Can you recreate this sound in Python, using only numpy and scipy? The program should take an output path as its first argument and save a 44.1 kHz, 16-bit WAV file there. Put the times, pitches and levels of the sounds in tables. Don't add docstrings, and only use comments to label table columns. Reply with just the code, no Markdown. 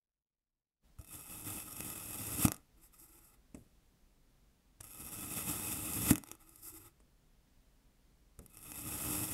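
import sys
import numpy as np
from scipy import signal
from scipy.fft import rfft, irfft
from scipy.io import wavfile
from scipy.ndimage import uniform_filter1d

SR = 44100
rng = np.random.default_rng(int(sys.argv[2]) if len(sys.argv) > 2 else 0)


def file_out(sig):
    cols = np.atleast_2d(sig).T
    lim = np.clip(cols, -1, 1)
    pcm = np.round(lim * 32767).astype(np.int16)
    wavfile.write(sys.argv[1], SR, pcm)


N = 411453
TIME_S = np.arange(N) / SR
STEADY_DB = -44.5

# centre_hz, width_hz, lift_db
BLADE = [(848.6, 90, 6.5), (1299, 230, 13), (1708, 370, -3.5), (2007, 220, 8), (2583, 190, 9.5),
         (3605, 200, 8), (4230, 330, -5), (5244, 230, 6), (5430, 110, -7), (5706, 140, 10.5),
         (5940, 200, -4), (6760, 120, 6), (7050, 160, -7), (7520, 230, 2), (7920, 240, 1.5), (8560, 160, 4),
         (9130, 340, 5.5), (10300, 89, -0.5), (11180, 1000, 6.5), (11470, 270, 3.5), (12450, 230, 3.5),
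         (12900, 340, -0.5), (14300, 180, 7), (13900, 110, 2.5)]
# pitch_hz, level_db (per Hz)
HISS = [(3000, -42.5), (4300, -19), (4900, -10.5), (6100, -11), (7500, -2), (9500, -3), (11700, -3.5),
        (12800, -4), (13700, -4), (14500, -15.5), (16000, -8)]
# pitch_hz, level_db (per Hz)
RUMBLE = [(20, -21), (45, -12.5), (70, 4), (110, 4), (170, 0.5), (250, -3.5), (340, -7.5), (450, -14),
          (900, -40.5)]
# pitch_hz, level_db (per Hz)
PAT = [(35, -6), (70, 5), (150, -3), (450, -2), (750, -13), (1300, -25), (3000, -38.5), (8000, -56.5)]


def undb(db):
    return 10 ** (np.asarray(db) / 20)


def unit(x):
    return x / np.sqrt(np.mean(x ** 2))


def through(x, response):
    return signal.fftconvolve(x, response)[:len(x)]


def add(out, start_s, x):
    i = int(start_s * SR)
    out[i:i + len(x)] += x[:len(out) - i]


def colour(points, resonances=(), lift=0.91, size=4096):
    f = np.arange(size // 2 + 1) * SR / size + 1
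    hz, db = np.transpose(points)
    db = np.interp(np.log(f), np.log(hz), db)
    for centre, width, lift_db in resonances:
        db = db + lift * lift_db / (1 + (2 * (f - centre) / width) ** 2)
    cepstrum = irfft(np.log(undb(db)))
    cepstrum[1:size // 2] *= 2
    cepstrum[size // 2 + 1:] = 0
    return irfft(np.exp(rfft(cepstrum)))


def walk(rate):
    step = max(int(SR / rate), 2)
    values = rng.standard_normal(N // step + 1)
    glide = uniform_filter1d(np.repeat(values, step), step)
    return unit(glide[:N])


def grains(rate, spread_db):
    hit = rng.random(N) < rate / SR
    size = undb(spread_db * np.minimum(rng.exponential(size=N), 5.5))
    return unit(hit * size * rng.standard_normal(N))


def air():
    # pitch_hz, level_db (per Hz)
    air_points = [(12, -34.5), (20, 0.5), (59, 0), (87, -16), (126, -9), (213, -13.5), (266, -13.5),
                  (306, -18.5), (427, -21), (478, -22.5), (1450, -30), (7520, -35), (15500, -38)]
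    level_db, start_s = -67, 0.825
    noise = unit(through(rng.standard_normal(N), colour(air_points)))
    noise = noise * undb(0.48 * walk(5.6))
    fade_db = np.interp(TIME_S, [start_s - 0.03, start_s + 0.023], [-29, 0])
    return noise * undb(level_db + fade_db)


def thuds(lead=0.017, crunch_decay=0.007, pat_decay=0.016, rise=0.0012, ring_db=-35, low_hz=48):
    # time_s, push_peak_db, contact_s, board_db, pat_db, crunch_db
    blows = [(0.9942, -47, 0.0028, 4, -15, -15), (2.4512, -21.5, 0.001, 0.5, -19.5, -6.5),
             (3.5470, -40, 0.00095, -10.5, -9, -13.5), (4.8060, -51, 0.0021, -3, -13, 0.5),
             (6.1110, -19.5, 0.00089, 2.5, -21.5, -13.5), (7.0028, -59.5, 0.00024, -9, -8.5, -8.5),
             (8.3910, -46.5, 0.0039, -13, -5, -16)]
    # pitch_hz, level_db, t60_s (time to fall by 60 dB)
    modes = [(70.95, -23.5, 0.026), (134, -15, 0.078), (300, 0, 0.069), (654, -5.5, .1)]
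    # pitch_hz, level_db (per Hz)
    crunch_points = [(100, -8.5), (400, 4), (1000, -3), (2800, -3.5), (4300, -14.5), (6500, -4),
                     (8500, 2.5), (11000, -6.5), (13000, -13), (16000, -24.5)]
    out = np.zeros(N)
    t = TIME_S[:SR // 4]
    board = sum(undb(db - 60 * t / t60) * np.sin(2 * np.pi * hz * t) for hz, db, t60 in modes)
    pat_colour, crunch_colour = colour(PAT), colour(crunch_points, BLADE, lift=0.36)

    def burst(response, decay):
        envelope = np.exp(np.minimum((t - lead) / rise, (lead - t) / decay))
        return envelope * unit(through(rng.standard_normal(len(t)), response))

    for time_s, db, contact_s, board_db, pat_db, crunch_db in blows:
        u = (t - lead) / contact_s
        swing = -u * np.exp((1 - u ** 2) / 2)
        push = swing + undb(pat_db) * burst(pat_colour, pat_decay)
        ring = undb(ring_db + board_db) * through(push, board)
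        crunch = undb(crunch_db) * burst(crunch_colour, crunch_decay)
        add(out, time_s - lead, undb(db) * (push + ring + crunch))
    return signal.sosfilt(signal.butter(2, low_hz, "high", fs=SR, output="sos"), out)


def ticks():
    # time_s, peak_db, body_db (added to the lower spectrum)
    snaps = [(0.987, -49.5, 5), (1.013, -44.5, -1), (1.046, -43, -2), (1.0750, -41, -11),
             (1.806, -22.5, -0.5), (2.4533, -10.5, 0), (2.465, -33, -4), (2.4824, -17, 3.5),
             (2.5192, -16.5, -0.5), (2.5443, -34, -5), (2.5653, -39, 0), (4.8094, -32, -2.5),
             (4.833, -40, -1), (5.934, -29, -3), (6.1085, -10.5, 3.5), (6.1323, -20, -6),
             (6.1569, -17.5, 4), (6.181, -23.5, 2.5), (6.237, -33, -1), (6.273, -43, -1),
             (6.2873, -38.5, 2), (6.3152, -26, -1.5), (6.3518, -44.5, -2), (6.493, -43, -6),
             (6.559, -37, -8), (8.391, -39.5, 0), (8.462, -39, -2.5), (8.5712, -36.5, -5),
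             (8.7188, -26, 1.5)]
    # pitch_hz, level_db (per Hz)
    top_points = [(1500, -32), (4200, -11.5), (5500, -6), (7500, -1.5), (9500, 1.5), (12000, -2),
                  (16000, -11)]
    body_points = [(40, -6), (150, -1.5), (350, 1.5), (700, -0.5), (1500, -6.5), (2800, -5.5), (4500, -19),
                   (9000, -44)]
    light_spray_s, hard_spray_s = 0.0022, 0.00061
    out = np.zeros(N)
    for time_s, db, body_db in snaps:
        lift = np.interp(db, [-45, -20], [1.15, 0.75])
        spray_s = np.interp(db, [-45, -20], [light_spray_s, hard_spray_s])
        body = colour(body_points, BLADE + [(290, 39, 5.1)], lift)
        response = colour(top_points, BLADE, lift) + undb(body_db) * body
        t = TIME_S[:len(response)]
        spray, trickle = rng.standard_normal((2, len(t)))
        crack = 0.22 * spray * np.exp(-t / spray_s) + 0.0049 * trickle ** 3 * np.exp(-t / 0.0065)
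        crack[0] = 1
        tick = through(crack, response)
        add(out, time_s, -undb(db) * tick / np.abs(tick).max())
    return out


def held(start, end, attack=0.004, release=0.009):
    return np.exp(-np.maximum(start - TIME_S, 0) / attack - np.maximum(TIME_S - end, 0) / release)


def effort():
    # time_s, effort_db (STEADY_DB is steady)
    strokes = [
        [(0.99, -69), (1.06, -67), (1.12, -51.5), (1.29, -53.5), (1.3, -49.0), (1.44, -52), (1.47, -46.0),
         (1.6, -47), (1.63, -51), (1.93, -46.5), (1.95, -49.0), (2.38, -43.5)],
        [(4.84, -56), (4.9, -58), (5.01, -50.5), (5.05, -51.5), (5.35, -43.5), (5.37, -40), (5.46, -46.5),
         (5.49, -39.5), (5.55, -43), (6.03, -42.5)],
        [(8.49, -72.5), (8.55, -61), (8.66, -54.5), (8.76, -49.0), (8.86, -47.5), (8.91, -44), (9.12, -40.5),
         (9.32, -42)],
    ]
    bottoms = [2.447, 6.107]
    squeeze_db, squeeze_s = 12, 0.046
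    settle_db, settle_s = -6, 0.045
    gain = 0
    for rows, bottom in zip(strokes, bottoms + [np.inf]):
        time_s, effort_db = np.transpose(rows)
        squeeze = squeeze_db * np.exp(np.minimum(TIME_S - bottom, 0) / squeeze_s)
        push_db = np.interp(TIME_S, time_s, effort_db) - STEADY_DB + squeeze
        gain = gain + undb(push_db) * held(time_s[0], bottom)
    settling = sum(held(s, s, release=settle_s) for s in bottoms)
    return gain + undb(settle_db) * settling


def on_blade(x, spectrum, free, count=3, vary=0.3, shift=0.015):
    out, total_load = 0, 0
    for _ in range(count):
        chance = rng.standard_normal((len(BLADE), 2))
        spot = [(hz * (1 + shift * a), width, db * (1 + vary * b))
                for (hz, width, db), (a, b) in zip(BLADE, chance)]
        clear = unit(through(x, colour(spectrum, spot, lift=1.45)))
        damped = unit(through(x, colour(spectrum, spot, lift=0.92)))
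        load = undb(6.4 * walk(18))
        out = out + load * (free * clear + (1 - free) * damped)
        total_load = total_load + load
    return unit(out / total_load)


def cutting(break_rate=40, break_decay=0.0043, break_size=0.78, lurch_db=1.6):
    # pitch_hz, level_db (per Hz)
    rasp_points = [(250, -19), (400, -0.5), (700, -4), (1050, -7.5), (1650, -9.5), (2300, -10),
                   (3100, -7.5), (4200, -16.5), (5500, -32.5)]
    rasp_db, rasp_growth = -52.5, 1
    rumble_db, rumble_growth = -49, 1.25
    shudder_max_db = -42.5
    push = effort()
    hiss_gain = undb(STEADY_DB) * push
    rasp_gain = undb(rasp_db) * push ** rasp_growth
    shudder = np.minimum(undb(rumble_db) * push ** rumble_growth, undb(shudder_max_db))
    rumble_gain = shudder * undb(lurch_db * walk(22))
    free = 1 / (1 + (hiss_gain / undb(-50.0 + 2.2 * walk(25))) ** 2)
    clumps = (rng.random(N) < break_rate / SR) * rng.random(N)
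    breaks = through(clumps, np.exp(-TIME_S[:SR // 20] / break_decay))
    slips = undb(walk(260) + 0.9 * walk(45)) * (1 + break_size * free * breaks)
    separate = np.sqrt(free) * grains(rate=7000, spread_db=4.0)
    stream = np.sqrt(1 - free) * grains(rate=28000, spread_db=1.53)
    grit = slips * (separate + stream)
    coarse = grains(rate=3500, spread_db=1.2) * slips * undb(walk(70))
    hiss = on_blade(grit, HISS, free)
    rasp = on_blade(grit + 0.91 * coarse, rasp_points, free)
    shakes = grains(rate=1500, spread_db=0.5) * slips
    rumble = unit(through(shakes, colour(RUMBLE, [(298.8, 42, 12.9)])))
    return undb(1.17) * hiss * hiss_gain + rasp * rasp_gain + rumble * rumble_gain


def sliding(judder_db=1.0):
    # start_s, end_s, hiss_db, hiss_change_db (over the slide), scrape_db, drone_db
    slides = [(2.783, 2.86, -66, 6.5, -75, -75.5), (2.93, 2.966, -66.5, 6, -75, -83),
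              (3.001, 3.219, -62.5, -9, -73, -72.5), (3.254, 3.347, -69, -13, -77.5, -82),
              (6.262, 6.335, -69, 2, -69, -64), (6.403, 6.598, -64.5, 8, -72.5, -72.5),
              (6.633, 6.88, -56, -11.5, -66.5, -63)]
    # pitch_hz, level_db (per Hz)
    slide_points = [(3000, -53), (4300, -19), (4900, -6), (6100, -11), (7700, 1.5), (10000, -2),
                    (12400, 0.5), (13600, 3), (14400, -29), (15100, -4), (16000, -13)]
    scrape_points = [(300, -17), (450, -11), (800, -2), (1250, -7), (1650, -6.5), (3000, -9), (4200, -12),
                     (5500, -37)]
    drone_points = [(50, -22), (100, -1), (215, -35), (290, -6.5), (340, -2.5), (440, -20), (800, -36)]
    drone_swell_db = 4
    rub = grains(rate=32000, spread_db=2.6) * undb(2.8 * walk(60) + judder_db * walk(25))
    hiss = unit(through(rub, colour(slide_points, BLADE, lift=1.05)))
    scrape = unit(through(rub, colour(scrape_points, BLADE, lift=1.42)))
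    drone = unit(through(rng.standard_normal(N), colour(drone_points, [(320, 10, 9.1)])))
    out = 0
    for start, end, hiss_db, change_db, scrape_db, drone_db in slides:
        along = np.interp(TIME_S, [start, end], [-0.5, 0.5])
        slide = hiss * undb(hiss_db + change_db * along)
        slide = slide + scrape * undb(scrape_db)
        slide = slide + drone * undb(drone_db + drone_swell_db * along)
        out = out + slide * held(start, end, attack=0.01, release=0.016)
    return out


def spilling():
    blow_times = [3.547, 8.391]
    delay_s, decay_s = 0.024, 0.059
    trickle_db, patter_db = -70, -57.5
    loose, crumbs = grains(rate=2500, spread_db=1.8), grains(rate=1000, spread_db=2.0)
    trickle = unit(through(loose, colour(HISS, BLADE, lift=0.7)))
    patter = unit(through(crumbs, colour(RUMBLE) + undb(-11) * colour(PAT)))
    starts = np.add(blow_times, delay_s)
    flow = sum((TIME_S > s) * np.exp(-np.abs(TIME_S - s) / decay_s) for s in starts)
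    return flow * (undb(trickle_db) * trickle + undb(patter_db) * patter)


def room(x, t60=0.24, wet_db=-20):
    t = TIME_S[:SR // 2]
    decay = np.exp(-np.log(1000) * t / t60)
    tail = rng.standard_normal(len(t)) * decay * (1 - np.exp(-t / 0.006))
    walls = colour([(60, 5.0), (300, 7.0), (2000, 7), (8000, -2.5), (16000, -13.5)])
    tail = through(tail / np.linalg.norm(tail), walls)
    return x + undb(wet_db) * through(x, tail)


def scene():
    knife = thuds() + ticks() + cutting() + sliding() + spilling()
    return (room(knife) + air())[None]


def record(dry):
    return signal.sosfilt(signal.ellip(10, 0.1, 70, 15650, fs=SR, output="sos"), dry)


dry = scene()
out = record(dry)
file_out(out)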